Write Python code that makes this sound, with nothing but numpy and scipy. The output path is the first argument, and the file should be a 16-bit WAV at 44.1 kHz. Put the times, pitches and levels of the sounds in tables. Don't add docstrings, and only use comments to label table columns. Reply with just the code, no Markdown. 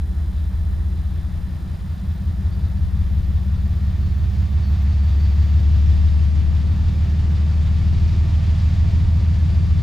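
import sys
import numpy as np
from scipy import signal
from scipy.fft import rfft, irfft, next_fast_len
from scipy.io import wavfile

SR = 44100
rng = np.random.default_rng(int(sys.argv[2]) if len(sys.argv) > 2 else 0)


def natural_amplitude(level_db):
    exponent = np.asarray(level_db, float) / 20
    return 10 ** exponent


def to_wav(s):
    ch = np.atleast_2d(s).T
    pcm = np.round(np.clip(ch, -1, 1) * 32767)
    wavfile.write(sys.argv[1], SR, pcm.astype(np.int16))


N = 433062
STEP = 20

# (time [s], level [dB])
NEAR_DB = [(0, -61.5), (.5, -59.5), (2.2, -58), (3.7, -55.5), (5, -51), (6, -49.5), (6.4, -51),
           (7.6, -49.5), (8.7, -47.5), (9.1, -50), (9.82, -49.5)]


def seconds():
    return np.arange(N) / SR


def rms_one(x):
    return x / np.sqrt(np.mean(x ** 2) + 1e-20)


def in_time(rows):
    s, *columns = np.transpose(rows)
    return [np.interp(seconds(), s, c) for c in columns]


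def at_hz(points, hz):
    point_hz, point_db = np.transpose(points)
    return np.interp(np.log(hz), np.log(point_hz), point_db)


def drift(rate_hz, step=1):
    block = 40
    pole = np.exp(-2 * np.pi * rate_hz * block / SR)
    noise = rng.standard_normal(N // block + 2002)
    slow = signal.lfilter([1], [1, -2 * pole, pole * pole], noise)[2000:]
    return np.interp(np.arange(0, N, step) / block, np.arange(len(slow)), rms_one(slow - slow.mean()))


def bursts(rows, edge_s):
    t = seconds()
    gain = 0
    for s, length_s, db in rows:
        gain = gain + natural_amplitude(db) * np.clip(np.minimum(t - s, s + length_s - t) / edge_s, 0, 1)
    return gain


def coloured(spectrum, patchy_db):
    # (frequency [Hz], correlation [1])
    likeness = [(40, 0.97), (110, 0.77), (250, 0.76), (500, 0.58), (1000, 0.28), (2000, 0.8), (4300, 0.93),
                (8000, 0.87), (15000, 0.55)]
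    low_hz, high_hz = spectrum[0][0], spectrum[-1][0]
    size = next_fast_len(N, True)
    hz = np.maximum(np.fft.rfftfreq(size, 1 / SR), 1)
    inside = (hz > low_hz) & (hz < high_hz)
    alike = np.clip(at_hz(likeness, hz), 0, 1)
    mid, side = rfft(rng.standard_normal((2, size))) * natural_amplitude(at_hz(spectrum, hz)) * inside
    both = np.sqrt(1 + alike) * mid + np.sqrt(1 - alike) * side * [[1], [-1]]
    out, together = 0, drift(7.5)
    for centre_hz in low_hz * 2. ** np.arange(1 + np.ceil(np.log2(high_hz / low_hz))):
        share = np.clip(1 - abs(np.log2(hz / centre_hz)), 0, 1)
        flicker = natural_amplitude(patchy_db * (0.37 * together + drift(8)))
        out = out + flicker * irfft(both * share, size)[:, :N]
    return rms_one(out)


def whistle(hz, gain, wobble_hz):
    phase = 2 * np.pi * np.cumsum(hz + wobble_hz * drift(23.5)) / SR
    return np.sqrt(2) * gain * natural_amplitude(2.1 * drift(35)) * np.sin(phase)


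def gliding(row, wobble_hz):
    s, hz, glide_hz_per_s, level_db, swell_db_per_s = row
    since_s = seconds() - s
    gain = np.clip(since_s / 0.17, 0, 1) * natural_amplitude(level_db + swell_db_per_s * since_s + 2.0 * drift(4.5))
    return whistle(hz + glide_hz_per_s * since_s, gain, wobble_hz)


def nearness():
    db = in_time(NEAR_DB)[0]
    return db - db.mean()


def revs():
    t = seconds()
    return 60.17 + 2.35 * t - .0193 * t ** 2


def cycle_angle(firing_hz):
    return 2 * np.pi * np.cumsum(firing_hz / 12) / SR


def order_tone(k, angle, level_db, wander_db, side_db):
    scatter = rng.uniform(0, 2 * np.pi) * (k > 18)
    lag_turns = (k == 12) / 3
    turn = k * angle + scatter + 2 * np.pi * (.07 * drift(.3, STEP) - lag_turns)
    wander = drift(0.56, STEP)
    side = natural_amplitude(side_db + 3 * wander[::-1]) * np.cos(turn)
    return np.sqrt(2) * natural_amplitude(level_db + wander_db * wander) * (np.sin(turn) + side * [[1], [-1]])


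def full_rate(x):
    return signal.resample_poly(x, STEP, 1, axis=1, window=("kaiser", 10.), padtype="edge")[:, :N]


def lead_engine():
    # (time [s], level [dB], left minus right [dB])
    firing = [(0, -25.5, .5), (.9, -25, 1.5), (1.45, -32, 3.5), (1.9, -37, 0), (2.45, -25.7, 1.5),
              (3, -22, 3.5), (3.7, -22, 2), (4.3, -21.3, -4.5), (4.9, -16.5, 0), (5.9, -13.8, 2.5),
              (6.5, -17, 4), (6.9, -18.9, -1), (7.4, -16.6, 1), (7.9, -17.5, 2), (8.4, -17.6, -1),
              (9.82, -17.4, 1.5)]
    # (order [1], level [dB], gain as the revs rise [dB])
    orders = [(5, -45.6, -6), (6, -32.2, 9), (7, -55, 1), (8, -48.5, -1), (9, -37, 21), (11, -36, 10),
              (13, -32.5, 2), (14, -33.8, 0), (16, -38.5, -9), (17, -38.3, 1), (18, -33.4, 0),
              (19, -46.5, 1), (20, -41.5, 8), (21, -37.5, 1), (22, -47.5, -2), (23, -43.5, -1),
              (24, -46, 17), (25, -48.0, 16), (26, -43.5, 4), (27, -44.8, -2), (28, -49, 4),
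              (29, -57.7, -3), (30, -54, 3), (31, -53.3, -4), (32, -51.5, 2), (33, -48, -1), (34, -49.5, 0),
              (35, -58.0, -2), (36, -54, -9), (37, -56, 0)]
    # (frequency [Hz], gain [dB])
    path = [(25, -7.6), (45, -2.5), (60, -5.0), (80, 0.8), (100, -3.6), (120, -1.4), (140, 2.2), (160, 3.4),
            (175, 3.2), (190, 9.1), (205, 5.0), (220, 0.4), (240, -1.6), (300, -2.3)]
    # (time [s], half width [s], loss [dB])
    fades = [
        (1.7, .4, 6.5),
        (6.4, .3, 4.5),
        (7.4, .35, 5),
        (9.7, .4, 2),
    ]
    t, firing_hz, angle = seconds()[::STEP], revs()[::STEP], cycle_angle(revs())[::STEP]
    firing_db, lean_db = (c[::STEP] for c in in_time(firing))
    fade_db = sum(loss_db * np.exp(-((t - s) / width_s) ** 2) for s, width_s, loss_db in fades)
    progress = np.linspace(-.5, .5, len(t))

    out = order_tone(12, angle, firing_db, wander_db=.1, side_db=-18)
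    out += order_tone(15, angle, -23.8 - fade_db, wander_db=.1, side_db=-20)
    out *= natural_amplitude([lean_db / 2, -lean_db / 2])

    upper = [(k, -60 - .6 * (k - 38) + 3 * (k % 3 == 0), 0) for k in range(38, 45)]
    load_db = -5 * np.exp(-t / .9)
    for k, level_db, gained_db in orders + upper:
        path_db = at_hz(path, k * firing_hz / 12)
        path_db = path_db + (k <= 20) * (2.0 - .8 * fade_db) + load_db * (12 < k < 30)
        out += order_tone(k, angle, level_db + gained_db * progress + path_db, wander_db=1.6, side_db=-20)
    return full_rate(out)


def trail_engine():
    # (time [s], firing rate [Hz], level [dB])
    running = [(0, 48.95, -31.9), (1, 51.65, -28.6), (1.5, 52.6, -32.3), (2.46, 55.1, -28),
               (3.44, 59.4, -33), (4, 61.8, -30.5), (4.9, 64.4, -29), (6.4, 65.6, -29.6), (7.3, 66, -34.5),
               (8.7, 65.5, -26), (9.82, 66.6, -25.5)]
    # (order [1], relative level [dB])
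    trail_orders = [
        (12, -2.5),
        (18, -18),
        (24, -24),
    ]
    firing_hz, level_db = in_time(running)
    angle = cycle_angle(firing_hz)[::STEP]
    level_db = level_db[::STEP]
    tones = [order_tone(k, angle, level_db + db, wander_db=0.8, side_db=-21.5) for k, db in trail_orders]
    return full_rate(sum(tones))


def train_noise():
    # (frequency [Hz], density [dB per Hz]); the rumble lies between the orders
    rumble_hz = [(25, -15), (45, -12.5), (65, -3), (100, -1), (150, -6.5), (200, -6.5), (235, -15.5),
                 (260, -31.5)]
    roar_hz = [(190, -21.5), (235, -5.5), (270, 1.5), (310, -1.5), (345, -1.5), (390, -6.5), (440, -12),
               (520, -16), (600, -19.5), (700, -43)]
    low_hiss_hz = [(280, -33), (480, -6), (510, -5), (553, -5.5), (650, -1.5), (744, -3), (948, -4.5),
                   (1030, -5.5), (1140, -5.5), (1600, -9.5), (1800, -6), (2400, -23), (3120, -31.5),
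                   (5280, -120)]
    high_hiss_hz = [(1500, -21.5), (2000, -2.5), (2300, -1), (2800, -2.5), (3300, -3.5), (4000, -6),
                    (4650, -4.5), (5400, -8.5), (6340, -13), (7160, -14), (7660, -18.5), (8900, -22.5),
                    (10000, -36), (12000, -58)]
    valve_gear_hz = [(2900, -24.5), (3300, -9), (3500, -0.5), (3800, -0.5), (4100, -8.5), (4700, -10),
                     (5200, -15), (5800, -22.5)]
    high_db, near_db, angle = in_time(NEAR_DB)[0], nearness(), cycle_angle(revs())
    roar_db, low_db = -48 + 0.42 * near_db, -48 + 0.41 * near_db
    chuff_db = np.cos(angle - .2) + 0.95 * np.cos(3 * angle - .5)
    rumble = natural_amplitude(-41 + .3 * near_db) * coloured(rumble_hz, patchy_db=1.0)
    roar = natural_amplitude(roar_db + 0.97) * coloured(roar_hz, patchy_db=1.5)
    low = natural_amplitude(low_db + 0.43 * chuff_db) * coloured(low_hiss_hz, patchy_db=.5)
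    high = natural_amplitude(high_db + 0.65 + .6 * chuff_db) * coloured(high_hiss_hz, patchy_db=.5)
    clatter_db = 0.6 * high_db - 29 + 1.9 * chuff_db + 1.2 * drift(22)
    clatter = natural_amplitude(clatter_db) * coloured(valve_gear_hz, patchy_db=1.2)
    return rumble + roar + low + high + clatter


def wind():
    # (time [s], length [s], level [dB])
    gusts = [
        (.55, .35, -43),
        (1.15, .9, -47),
        (2.7, .75, -35),
        (3.5, .9, -42),
        (5.65, .6, -35),
        (6.3, .7, -38),
        (7.1, .35, -41),
        (7.5, .7, -38),
        (8.7, .5, -39),
        (9.45, .3, -44),
    ]
    port = signal.butter(3, [5, 44], "band", fs=SR, output="sos")
    shared, left, right = signal.sosfilt(port, rng.standard_normal((3, N)))
    lumps = natural_amplitude(2.5 * np.array([drift(5), drift(4)]))
    gain = natural_amplitude(7) * (natural_amplitude(-49) + bursts(gusts, edge_s=.12))
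    return gain * rms_one(lumps * (0.58 * shared + np.array([left, right])))


def recorder_whine():
    # (harmonic [1], right level [dB])
    clock_a = [(1, -72), (2, -71), (3, -71), (4, -72), (5, -71), (6, -72), (7, -72.5), (8, -73)]
    # (frequency [Hz], right level [dB])
    clock_b = [(3999.8, -69.5), (5999.8, -75), (7999.7, -78), (9999.6, -77.5)]
    # (frequency [Hz], density [dB per Hz])
    self_noise = [(3000, 9.5), (8000, -20), (10000, 0.5), (11200, -8), (12200, 0), (12900, -11.5),
                  (13800, -0.5), (14500, -8.5), (15100, 0), (15250, -4.5)]
    # (time [s], level [dB])
    top_tone = [(0, -67), (4.7, -61.5), (5.9, -63), (6.3, -67), (9.82, -70.5)]
    # (time [s], length [s], depth [dB])
    dropouts = [(.77, .17, -1), (1.63, .22, 0), (2.41, .09, -1), (4.83, .21, 0), (5.65, .08, -1),
                (6.34, .2, -3), (7.12, .44, -3), (8.14, .06, -1), (8.99, .05, 0), (9.57, .3, -.5)]
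    t = seconds()
    buzz = 1 + .45 * np.cos(2 * np.pi * 53.6 * t + 1.6 * drift(2.5))
    comb = sum(natural_amplitude(db) * np.sin(2 * np.pi * k * 1733.26 * t + k * k) for k, db in clock_a)
    other = sum(natural_amplitude(db) * np.sin(2 * np.pi * hz * t) for hz, db in clock_b)
    tones = buzz * comb * natural_amplitude([[-8], [0]]) + other * natural_amplitude([[-4.5], [0]])
    hiss = natural_amplitude(-70.5) * coloured(self_noise, patchy_db=0.5)
    on = np.clip(1 - bursts(dropouts, edge_s=.015), .03, 1)
    top = on * natural_amplitude(in_time(top_tone)[0] + 2.5 * drift(30)) * np.sin(2 * np.pi * 14999.4 * t)
    fade = np.sqrt(2) * natural_amplitude(-.35 * nearness())
    return fade * (tones + hiss) + top * natural_amplitude([[-8], [0]])


def side_drone():
    # (start [s], frequency [Hz], glide [Hz/s], level [dB], swell [dB/s])
    fan = (1.5, 196.5, -.4, -48, .3)
    return gliding(fan, wobble_hz=2.62) * natural_amplitude([[3], [-6]])


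def chirps():
    # (time [s], length [s], start [Hz], end [Hz], level [dB])
    notes_sung = [
        (2.505, .07, 4480, 4720, -55),
        (2.57, .1, 4500, 4650, -63),
        (2.11, .07, 14100, 13600, -68),
    ]
    out, t = np.zeros(N), seconds()
    for s, length_s, start_hz, end_hz, level_db in notes_sung:
        u = np.clip((t - s) / length_s, 0, 1)
        hz = start_hz + (end_hz - start_hz) * u + 130 * drift(150)
        out += natural_amplitude(level_db) * np.sin(np.pi * u) * np.sin(2 * np.pi * np.cumsum(hz) / SR)
    return out


def gear_whines():
    # (start [s], frequency [Hz], glide [Hz/s], level [dB], swell [dB/s])
    whines = [
        (6.7, 880, 25, -63, 1),
        (4.8, 643, 5, -65, .8),
        (3, 1174, 0, -66, .5),
        (6.5, 520, 0, -65, 1),
    ]
    return sum(gliding(row, wobble_hz=7) for row in whines)


def turbo():
    # (time [s], length [s], level [dB])
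    snatches = [
        (3.81, .1, -66),
        (4.01, .24, -64.5),
        (4.6, .14, -60),
        (4.84, .32, -61.5),
        (5.18, .18, -56),
        (5.39, .14, -62),
        (9.15, .7, -66),
    ]
    hz = 4690 - 400 * np.exp(-np.maximum(seconds() - 3.85, -1) / 1.4)
    return whistle(hz, bursts(snatches, edge_s=.02), wobble_hz=8)


def scene():
    train = lead_engine() + trail_engine() + train_noise() * natural_amplitude([[.1], [-.1]])
    thin = chirps() + gear_whines() + turbo() * natural_amplitude([[-1.5], [1.5]])
    return train + wind() + side_drone() + thin


def roll_off(x):
    return signal.sosfilt(signal.butter(12, 15280, fs=SR, output="sos"), x)


def record(dry):
    mix = dry + recorder_whine()
    return roll_off(mix)


dry = scene()
out = record(dry)
to_wav(out)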